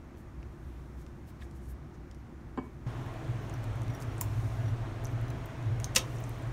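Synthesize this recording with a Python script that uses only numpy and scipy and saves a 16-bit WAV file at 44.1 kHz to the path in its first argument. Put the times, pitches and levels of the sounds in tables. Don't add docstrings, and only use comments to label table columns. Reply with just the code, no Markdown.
import sys
import numpy as np
from scipy import signal
from scipy.fft import rfft, irfft
from scipy.io import wavfile
from scipy.ndimage import uniform_filter1d

SR = 44100
rng = np.random.default_rng(int(sys.argv[2]) if len(sys.argv) > 2 else 0)


def to_linear_factor(level_db):
    exponent = np.asarray(level_db, float) / 20
    return 10 ** exponent


def log_audio(samples):
    frames = np.atleast_2d(samples).T
    limited = np.clip(frames, -1, 1)
    pcm = np.round(limited * 32767).astype(np.int16)
    wavfile.write(sys.argv[1], SR, pcm)


N = 287825
T = np.arange(N) / SR
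CUT_S = 2.863


def evened(x):
    return x / np.sqrt(np.mean(x ** 2) + 1e-20)


def read(points, hz):
    f, value = np.transpose(points)
    return np.interp(np.log(hz + 1), np.log(f + 1), value)


def curve(rows, column=1):
    return np.interp(T, np.array(rows)[:, 0], np.array(rows)[:, column])


def add(mix, s, sound):
    part = mix[round(s * SR):][:len(sound)]
    part += sound[:len(part)]


def band(x, hz, width, skirt_db=-200):
    off = (np.fft.rfftfreq(len(x), 1 / SR) - hz) / (0.79 * width)
    gain = np.exp(-off ** 2) + to_linear_factor(skirt_db) / (1 + (off / 2) ** 2)
    return irfft(rfft(x) * gain, len(x))


def noise_band(hz, width):
    return evened(band(rng.standard_normal(N), hz, width))


def noise_bands(rows):
    return sum(to_linear_factor(db) * noise_band(hz, width) for hz, width, db in rows)


def air(spectrum, patchy_db):
    frames, hz = N // 512 + 5, np.fft.rfftfreq(2048, 1 / SR)
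    a, b, patches = rng.standard_normal((frames, 1025, 3)).T
    patches = uniform_filter1d(patches, size=20, axis=0)
    patches = evened(uniform_filter1d(patches, size=8, axis=1))
    z = (a + 1j * b) * to_linear_factor(read(spectrum, hz)[:, None] + patchy_db * patches)
    return evened(signal.istft(z, nperseg=2048, noverlap=1536)[1][:N])


def wavering(rows, wobble_hz):
    wander = evened(uniform_filter1d(rng.standard_normal(N), size=1500))
    turns = np.cumsum(curve(rows) + wobble_hz * wander) / SR
    return np.sqrt(2) * to_linear_factor(curve(rows, column=2)) * np.sin(2 * np.pi * turns)


def drone(draught, resonances):
    flutter_db, flutter_s = 2.4, 0.06
    out = np.zeros(N)
    for hz, over_db, wander_hz, side in resonances:
        rows = [(s, hz, db + over_db + side * lean_db) for s, db, lean_db in draught]
        flutter = noise_band(0, 1 / flutter_s)
        out += wavering(rows, wander_hz) * to_linear_factor(flutter_db * flutter)
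    return out


def struck(force, modes):
    t = T[:SR // 3]
    ring = sum(to_linear_factor(db - 60 * t / t60) * np.sin(2 * np.pi * hz * t) for hz, db, t60 in modes)
    return signal.oaconvolve(force, ring)[:N]


def tapped(taps, modes, spread_db, contact_s=.0001):
    out = np.zeros(N)
    chance = rng.standard_normal((len(taps), len(modes), 2))
    push = np.exp(-((T[:128] - 4 * contact_s) / contact_s) ** 2)
    push = push / push.sum()
    for (s, tap_db), shifts in zip(taps, chance):
        for (hz, db, t60), shift, side in zip(modes, shifts[:, 0], chance[0, :, 1]):
            ring = struck(push, [(hz, db + tap_db + spread_db * shift, t60)])
            add(out, s - 4 * contact_s, np.sign(side) * ring)
    return out


def rubs(slides):
    out = np.zeros(N)
    for s, length, db, hz, width in slides:
        grain = rng.standard_normal(12000) * to_linear_factor(1.5 * rng.exponential(1, 12000))
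        swell = np.exp(-((T[:12000] - 6000 / SR) / (0.58 * length)) ** 2)
        add(out, max(s - 6000 / SR, 0), to_linear_factor(db) * swell * evened(band(grain, hz, width)))
    return out


def thinned(x):
    return signal.sosfilt(signal.butter(2, 1100, "high", fs=SR, output="sos"), x)


def table_air():
    # pitch_hz, level_db (per Hz)
    colour = [(20, -25), (32, -28), (47, -2), (64, -6), (144, -8), (166, -16), (191, -12.5), (259, -15.5),
              (350, -14), (416, -25.5), (1100, -29), (2300, -37.5), (3300, -46), (15500, -61)]
    # start_s, level_db
    gusts = [
        [(0.0, -52), (0.296, -63), (0.39, -41.5), (0.64, -57), (0.68, -41.5), (0.904, -57), (0.992, -43),
         (1.284, -60), (1.3, -52)],
        [(1.36, -73), (1.418, -47), (1.732, -45.5), (1.936, -71), (1.994, -52), (2.198, -44), (2.238, -59),
         (2.84, -50), (2.85, -58)],
    ]
    # pitch_hz, level over draught_db, wander_hz, side of lean
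    resonance = [(62.9, -0.84, 2.93, 0)]
    draught = [(s, db, 0) for s, db in sum(gusts, [])]
    return to_linear_factor(-47.5) * air(colour, patchy_db=0.5) + drone(draught, resonance)


def hums():
    # pitch_hz, width_hz, level_db
    hum_bands = [(140, 16, -60), (236, 14, -64), (345, 14, -64)]
    return (T < CUT_S) * noise_bands(hum_bands)


def rubs_and_hisses():
    # middle_s, length_s, level_db,
    # pitch_hz, width_hz
    rub_rows = [(.195, .05, -71, 11000, 9000), (.72, .2, -82, 11500, 4000),
                (1.005, 0.057, -70, 8500, 11000), (1.291, 0.038, -66, 11500, 9000),
                (1.432, 0.05, -67, 7000, 9000), (1.416, 0.03, -63, 2800, 3000),
                (1.565, .035, -69.5, 9500, 8000), (1.65, 0.073, -71, 9000, 6000),
                (1.704, .04, -62.5, 11300, 6000), (1.949, 0.028, -72, 5000, 5000),
                (2.65, 0.046, -75, 9000, 8000), (4.021, 0.027, -58, 9500, 9000),
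                (5.81, 0.027, -67, 11040, 8930), (4.2098, .003, -45, 8800, 2500),
                (4.217, 0.008, -44, 7800, 4000), (4.232, .02, -54, 9500, 10000),
                (5.855, .015, -57, 9500, 10000), (5.953, .006, -41, 8000, 8000),
                (5.982, 0.008, -36, 10000, 10000),
                (.75, .15, -74, 2900, 1100), (.66, .05, -82, 11500, 6000), (.81, .04, -81, 9000, 9000),
              (1.01, .05, -74, 4000, 2500), (1.295, .035, -70, 4000, 3000), (1.425, .02, -62, 900, 500),
              (1.7, .06, -75, 4300, 3000), (2.2, .06, -84, 12500, 3000), (4.217, .01, -44, 1000, 300),
              (4.216, .004, -50, 2200, 600), (4.224, .006, -47, 13500, 5000), (6.0, .025, -50, 3200, 1500),
              (6.0, .03, -51, 750, 300)]
    return rubs(rub_rows)


def tick_rows():
    # start_s, peak_db, pitch_hz
    bottle_ticks = [(.1506, -64, 2650), (.1734, -59, 3920), (.43, -54, 3260), (1.017, -58, 8790),
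                    (1.0656, -52.5, 5150), (1.2945, -63, 10770), (1.4139, -60, 3990), (1.5122, -53, 6140),
                    (1.6893, -60, 10360), (1.7078, -58, 12760), (2.1131, -50, 6040), (2.1476, -52.5, 6620)]
    # start_s, peak_db, pitch_hz
    grip_ticks = [(2.8755, -51, 4350), (2.9047, -56, 7970), (2.9805, -58, 10280), (3.0146, -57, 10660),
                  (3.0331, -62, 12500), (3.0614, -56, 13630), (3.1314, -58, 13000), (3.1405, -55, 9360),
                  (3.2464, -52, 5930), (3.539, -48, 10500), (3.6346, -52, 7720), (3.6423, -43, 9300),
                  (3.758, -51, 11500), (3.819, -45.5, 8630), (3.8338, -49, 8600), (3.8817, -49, 8150),
                  (3.9015, -51, 12090), (3.9388, -55, 11500), (3.9499, -45, 11000), (3.9659, -55, 10950),
                  (4.0033, -43, 9890), (4.0152, -51, 8550), (4.0236, -42, 9000), (4.1254, -56, 13000)]
    # start_s, peak_db, pitch_hz
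    cut_ticks = [(4.2075, -49, 9000), (4.2122, -21, 12200), (4.2202, -37, 12770), (4.2467, -49, 12330),
                 (5.041, -45, 12050), (5.0475, -38, 8950), (5.0692, -44, 7720), (5.0805, -57, 12500),
                 (5.0987, -62, 13200), (5.116, -53, 10790), (5.2143, -49, 10190), (5.3039, -49, 8410),
                 (5.408, -63, 13400), (5.4588, -41.5, 11500), (5.4953, -61, 10570), (5.6275, -52, 7500),
                 (5.801, -39, 8830), (5.819, -54, 8500), (5.8342, -60, 11000), (5.8443, -28, 6300),
                 (5.952, -26, 7500), (5.9641, -14, 7200), (5.981, -29, 8800), (6.153, -50, 8000),
                 (6.2045, -48, 15000), (6.294, -41, 10880), (6.3866, -58, 14780), (6.425, -51, 10040)]
    # start_s, peak_db, pitch_hz, width_hz
    snaps = [(4.2126, -27, 7900, 2400), (4.2122, -23, 16000, 3000), (4.2125, -37, 2300, 1200),
             (5.8441, -30.5, 6600, 1100), (5.8445, -43, 14500, 3500), (5.8025, -43, 1700, 1800),
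             (5.8366, -51, 9000, 2000), (1.4228, -51, 1850, 250), (1.4265, -55, 1800, 250),
             (1.425, -58, 2300, 300), (1.4225, -57, 3570, 400), (1.417, -57, 2500, 520),
             (.4296, -52, 2500, 1200), (1.0656, -54, 1900, 2700), (2.1137, -55, 3500, 2700),
             (5.9608, -19, 6500, 2400), (5.9628, -16, 3500, 2100), (5.966, -16.5, 6050, 3500),
             (5.970, -21, 5500, 3400), (3.4975, -44.5, 7600, 3600), (4.1818, -46, 8600, 3000),
             (6.1861, -50, 6100, 1500), (6.24, -43.5, 7200, 1700), (5.9638, -27, 18000, 4000),
             (5.8445, -52, 2400, 2500), (5.054, -41, 6200, 1800),
             (3.5405, -57, 5900, 900), (3.541, -56, 14500, 2000), (3.58, -63, 14000, 3000),
            (3.769, -61, 8500, 2500), (3.8815, -57, 4000, 700), (4.0165, -56, 4700, 900),
            (4.0235, -52, 6200, 700), (4.024, -55, 4600, 700), (4.034, -54, 9500, 4000),
            (5.106, -60, 13000, 3000), (5.128, -61, 12600, 1000), (5.379, -62, 14000, 3000),
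            (5.8075, -53, 6500, 2500), (5.8462, -43, 9000, 1500), (5.8466, -43, 12700, 2500),
            (5.9639, -16, 3400, 1200), (5.9465, -52, 9000, 6000), (5.9495, -48, 9000, 5000),
            (5.9545, -35, 9000, 3500), (5.9579, -33, 6500, 3500), (5.9594, -32, 8000, 4000),
            (5.9616, -19, 5600, 2000), (5.9716, -25, 2700, 1000), (5.9757, -29, 3300, 1200),
            (5.984, -31, 7000, 4000), (6.101, -60, 14000, 3500), (6.161, -54, 8600, 1800),
            (6.169, -58, 5600, 600), (6.266, -61, 8500, 1200), (6.435, -61, 7100, 900)]
    seeps_per_s, seep_db, seep_spread_db = 4, -66, 3
    when, size, pitch = rng.random((60, 3)).T
    at = CUT_S + np.cumsum(-np.log(when)) / seeps_per_s
    seeps = zip(at, seep_db - seep_spread_db * np.log(size), 9500 + 4500 * pitch)
    seeps = [row for row in seeps if row[0] < T[-1]]
    sized = []
    for s, db, hz in bottle_ticks + grip_ticks + cut_ticks + seeps:
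        width = min(1.2 * hz, 6000, 2 * (16500 - hz))
        sized.append((s, db, hz, width))
    return snaps + sized


def ticks():
    out, t = np.zeros(N), T[:512]
    chance = rng.standard_normal((170, 512))
    chance[:, 0] = 7
    for (s, db, hz, width), noise in zip(tick_rows(), chance):
        burst = band(np.roll(noise * np.exp(-t / 0.00092), 64), hz, width, skirt_db=-20)
        add(out, s - 70 / SR, to_linear_factor(db + 7) * burst / abs(burst).max())
    return out


def rustle():
    # middle_s, length_s, level_db
    brushes = [
        (.8, .5, -77),
        (1.56, .2, -80),
        (3.5, 0.89, -76),
        (4.418, 0.27, -64.5),
        (6.1, 0.16, -65),
        (6.35, .2, -69.5),
    ]
    swell = sum(to_linear_factor(db) * np.exp(-((T - s) / length) ** 2) for s, length, db in brushes)
    return swell * noise_band(6400, 13500)


def dish():
    # start_s, level_db
    jolts = [
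        (2.5742, -55.5),
    ]
    # pitch_hz, level_db, t60_s (time to fade by 60 dB)
    modes = [(2255, 3, 0.4), (4000, 5, .006), (4619, -8, .13), (7386, -7, .08)]
    return tapped(jolts, modes, .8, contact_s=.00002)


def bottle_knocks():
    # start_s, level_db
    knocks = [
        (2.5755, -39),
        (2.5793, -39),
        (2.5843, -42),
        (2.587, -37.5),
        (2.591, -44),
    ]
    # pitch_hz, level_db, t60_s
    modes = [(260, 4, 0.09), (356, 0.5, .05), (450, -5, 0.035), (590, -4, 0.035), (712, -9, .03),
             (925, 0, .05), (978, 4.5, 0.046), (1310, -5, .012), (1670, -0.5, .03), (1950, -24, .02),
             (2650, -3, 0.009), (3110, -2, 0.0089)]
    # pitch_hz, level_db, t60_s
    deep_modes = [(205, 7, .06), (355, -6, .2)]
    return tapped(knocks, modes + deep_modes, 2.2, contact_s=0.00011)


def counter_air():
    # pitch_hz, level_db (per Hz)
    colour = [(76, -34.5), (130, -2), (150, -14), (210, -18.5), (267, -14.5), (301, -19), (340, -16.5),
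              (527, -23), (670, -20), (819, -24), (1040, -24.5), (2600, -33.5), (4960, -46), (8850, -52),
              (15500, -60.5)]
    # start_s, level_db, lean_db (upper resonance against the whole)
    draught = [(2.87, -35, 2), (3.13, -41.5, -5), (3.21, -54, 4), (3.24, -37, -3), (3.36, -35, 1),
               (3.4, -40.5, -4), (3.93, -32, -1.5), (3.97, -49, 2.5), (4.08, -36.5, -5), (4.74, -31, -2.5),
               (4.93, -39.5, -5), (5.17, -33.5, 1.5), (5.53, -48.5, -5), (5.71, -31.5, -4),
               (6.11, -44, -0.5), (6.2, -36.5, 1), (6.32, -41.5, -1.5), (6.53, -35, 0)]
    # pitch_hz, level over draught_db, wander_hz, side of lean
    resonances = [(104.2, -9, 3.17, -1.61), (118.2, -0.56, 2.63, 0.94)]
    # pitch_hz, width_hz, level_db
    whistles = [(271.4, 17, -58), (332, 21, -56), (662.4, 21, -60), (1068, 20, -65.5)]
    draught_db = curve(draught) - np.mean(draught, axis=0)[1]
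    rumble = to_linear_factor(-45 + 0.3 * draught_db) * noise_band(54.7, 36)
    hiss = to_linear_factor(-42.5) * air(colour, patchy_db=0.87)
    return hiss + drone(draught, resonances) + rumble + noise_bands(whistles)


def background():
    after = np.clip((T - CUT_S) / .003, 0, 1)
    return (1 - after) * table_air() + after * counter_air()


def squeak():
    # start_s, pitch_hz, level_db
    whistle = [
        (3.405, 13000, -84),
        (3.419, 13700, -78),
        (3.47, 13550, -79),
        (3.485, 14000, -86),
        (3.52, 14940, -85),
    ]
    return wavering(whistle, wobble_hz=30) * (T > whistle[0][0]) * (T < whistle[-1][0])


def tongs():
    # start_s, level_db, favoured pitch_hz
    touches = [
        (3.537, -66, 5700),
        (3.901, -63, 5700),
        (3.9387, -62, 7500),
        (3.949, -58.5, 5700),
        (4.075, -69, 10000),
        (4.115, -63, 3800),
        (4.655, -63, 9000),
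        (4.682, -58, 9000),
    ]
    # pitch_hz, level_db, t60_s
    modes = [(3536, 5.5, 0.094), (4613, 2, 0.064), (5720, 5.5, 0.05), (9950, -5, .16), (12050, -7, .04),
             (13450, -4, .06)]
    place_db_per_octave = 7
    out = np.zeros(N)
    for s, tap_db, place_hz in touches:
        favoured = [(hz, db - place_db_per_octave * abs(np.log2(hz / place_hz)), t60)
                    for hz, db, t60 in modes]
        out += tapped([(s, tap_db)], favoured, 1.5, contact_s=.00001)
    return out


def plate_taps():
    # start_s, level_db
    touches = [
        (5.2815, -62),
        (5.3025, -56.5),
    ]
    # pitch_hz, level_db, t60_s
    modes = [(4021, 4, 0.049), (6030, 6, .025), (7390, -8, 0.0399), (9500, -6, .02), (11200, 3, .025),
             (13560, -12, .04), (15560, -5, 0.08)]
    return tapped(touches, modes, 1.5, contact_s=.00001)


def crunch():
    # start_s, level_db
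    crackle = [
        (5.944, -77),
        (5.951, -51),
        (5.956, -62),
        (5.9605, -34),
        (5.966, -29.5),
        (5.972, -41),
        (5.983, -39.5),
        (5.99, -50),
        (6.025, -63),
    ]
    # pitch_hz, level_db, t60_s
    modes = [(2050, -28, 0.0082), (2390, -16, .01), (2750, -3, 0.014), (3140, 1, 0.013), (3530, -4, 0.0078),
             (3760, -3, 0.02), (4670, -3, 0.0099), (5460, -8, .014), (5900, 0, 0.0077), (6560, -2, 0.0062),
             (7500, -9, .005), (8300, -5, .005), (9360, -6, .006), (11600, -5, .004)]
    cracks = rng.standard_normal(N) * (rng.random(N) < 5000 / SR)
    during = (T > crackle[0][0]) * (T < crackle[-1][0])
    force = evened(cracks) * to_linear_factor(curve(crackle)) * during
    return to_linear_factor(-14.5) * struck(force, modes) + to_linear_factor(-8) * band(force, 5000, 6000, skirt_db=-20)


def splinters():
    # middle_s, length_s, level_db, pitch_hz, width_hz
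    bursts = [
        (5.9585, .002, -37, 9500, 5000),
        (5.962, .004, -32, 13500, 7000),
        (5.967, .004, -39, 15500, 3000),
        (5.964, .012, -39, 200, 90),
        (5.995, .02, -41, 200, 90),
        (5.972, .008, -33, 5700, 900),
    ]
    return rubs(bursts)


def plate_thuds():
    # start_s, level_db
    thuds = [
        (5.9655, -36),
        (5.9695, -40.5),
    ]
    # pitch_hz, level_db, t60_s
    modes = [(522, 4, .07), (899, -2, .05), (1040, 0, .08), (1300, -3, 0.08), (1470, -10, .04),
             (1630, -20, .03)]
    return tapped(thuds, modes, 1.3, contact_s=.00008)


def room(x):
    # pitch_hz, t60_s
    fading = [(300, 0.36), (2000, 0.22), (6000, 0.17), (15000, 0.14)]
    taps = np.zeros(SR // 2)
    at = np.arange(80, SR // 2 - 12, 12)
    taps[at + rng.integers(0, 12, len(at))] = rng.choice([-1., 1.], len(at))
    hz, t, z = signal.stft(taps, SR, nperseg=128)
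    fall_db = -60 * t / read(fading, hz)[:, None]
    nearby = 1.8 * np.exp(-t / 0.0065)
    tail = signal.istft(z * to_linear_factor(fall_db) * (1 + nearby), SR, nperseg=128)[1]
    return signal.fftconvolve(x, tail / np.linalg.norm(tail))[:N]


def scene():
    near = thinned(ticks()) + tongs() + plate_taps()
    heavy = bottle_knocks() + thinned(crunch()) + plate_thuds()
    echoes = to_linear_factor(-9.0) * room(near) + to_linear_factor(-6.0) * room(heavy)
    friction = rubs_and_hisses() + rustle() + squeak() + splinters()
    return (background() + hums() + near + heavy + echoes + friction + dish())[None]


def low_pass(x):
    return signal.sosfilt(signal.butter(12, 16650, fs=SR, output="sos"), x)


def record(dry):
    # pitch_hz, level_db
    ripples = [(2000, 0), (2600, -2), (3200, -0.5), (4200, 0), (4800, -1.5), (5600, 2.5), (7000, 2),
               (7700, -1), (9300, 1.5), (10500, -4.5), (11800, 0.5), (15700, -1.5)]
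    edge_hz, edge_db = 15760, -40
    hz = np.fft.rfftfreq(1024, 1 / SR)
    colour_db = read(ripples, hz) + edge_db * np.clip((hz - edge_hz) / 170, 0, 1)
    taps = signal.firwin2(1023, hz, to_linear_factor(colour_db), window=("kaiser", 5), fs=SR)
    padded = np.pad(dry, ((0, 0), (511, 511)), "reflect", reflect_type="odd")
    return low_pass(signal.oaconvolve(padded, taps[None], "valid"))


dry = scene()
out = record(dry)
log_audio(out)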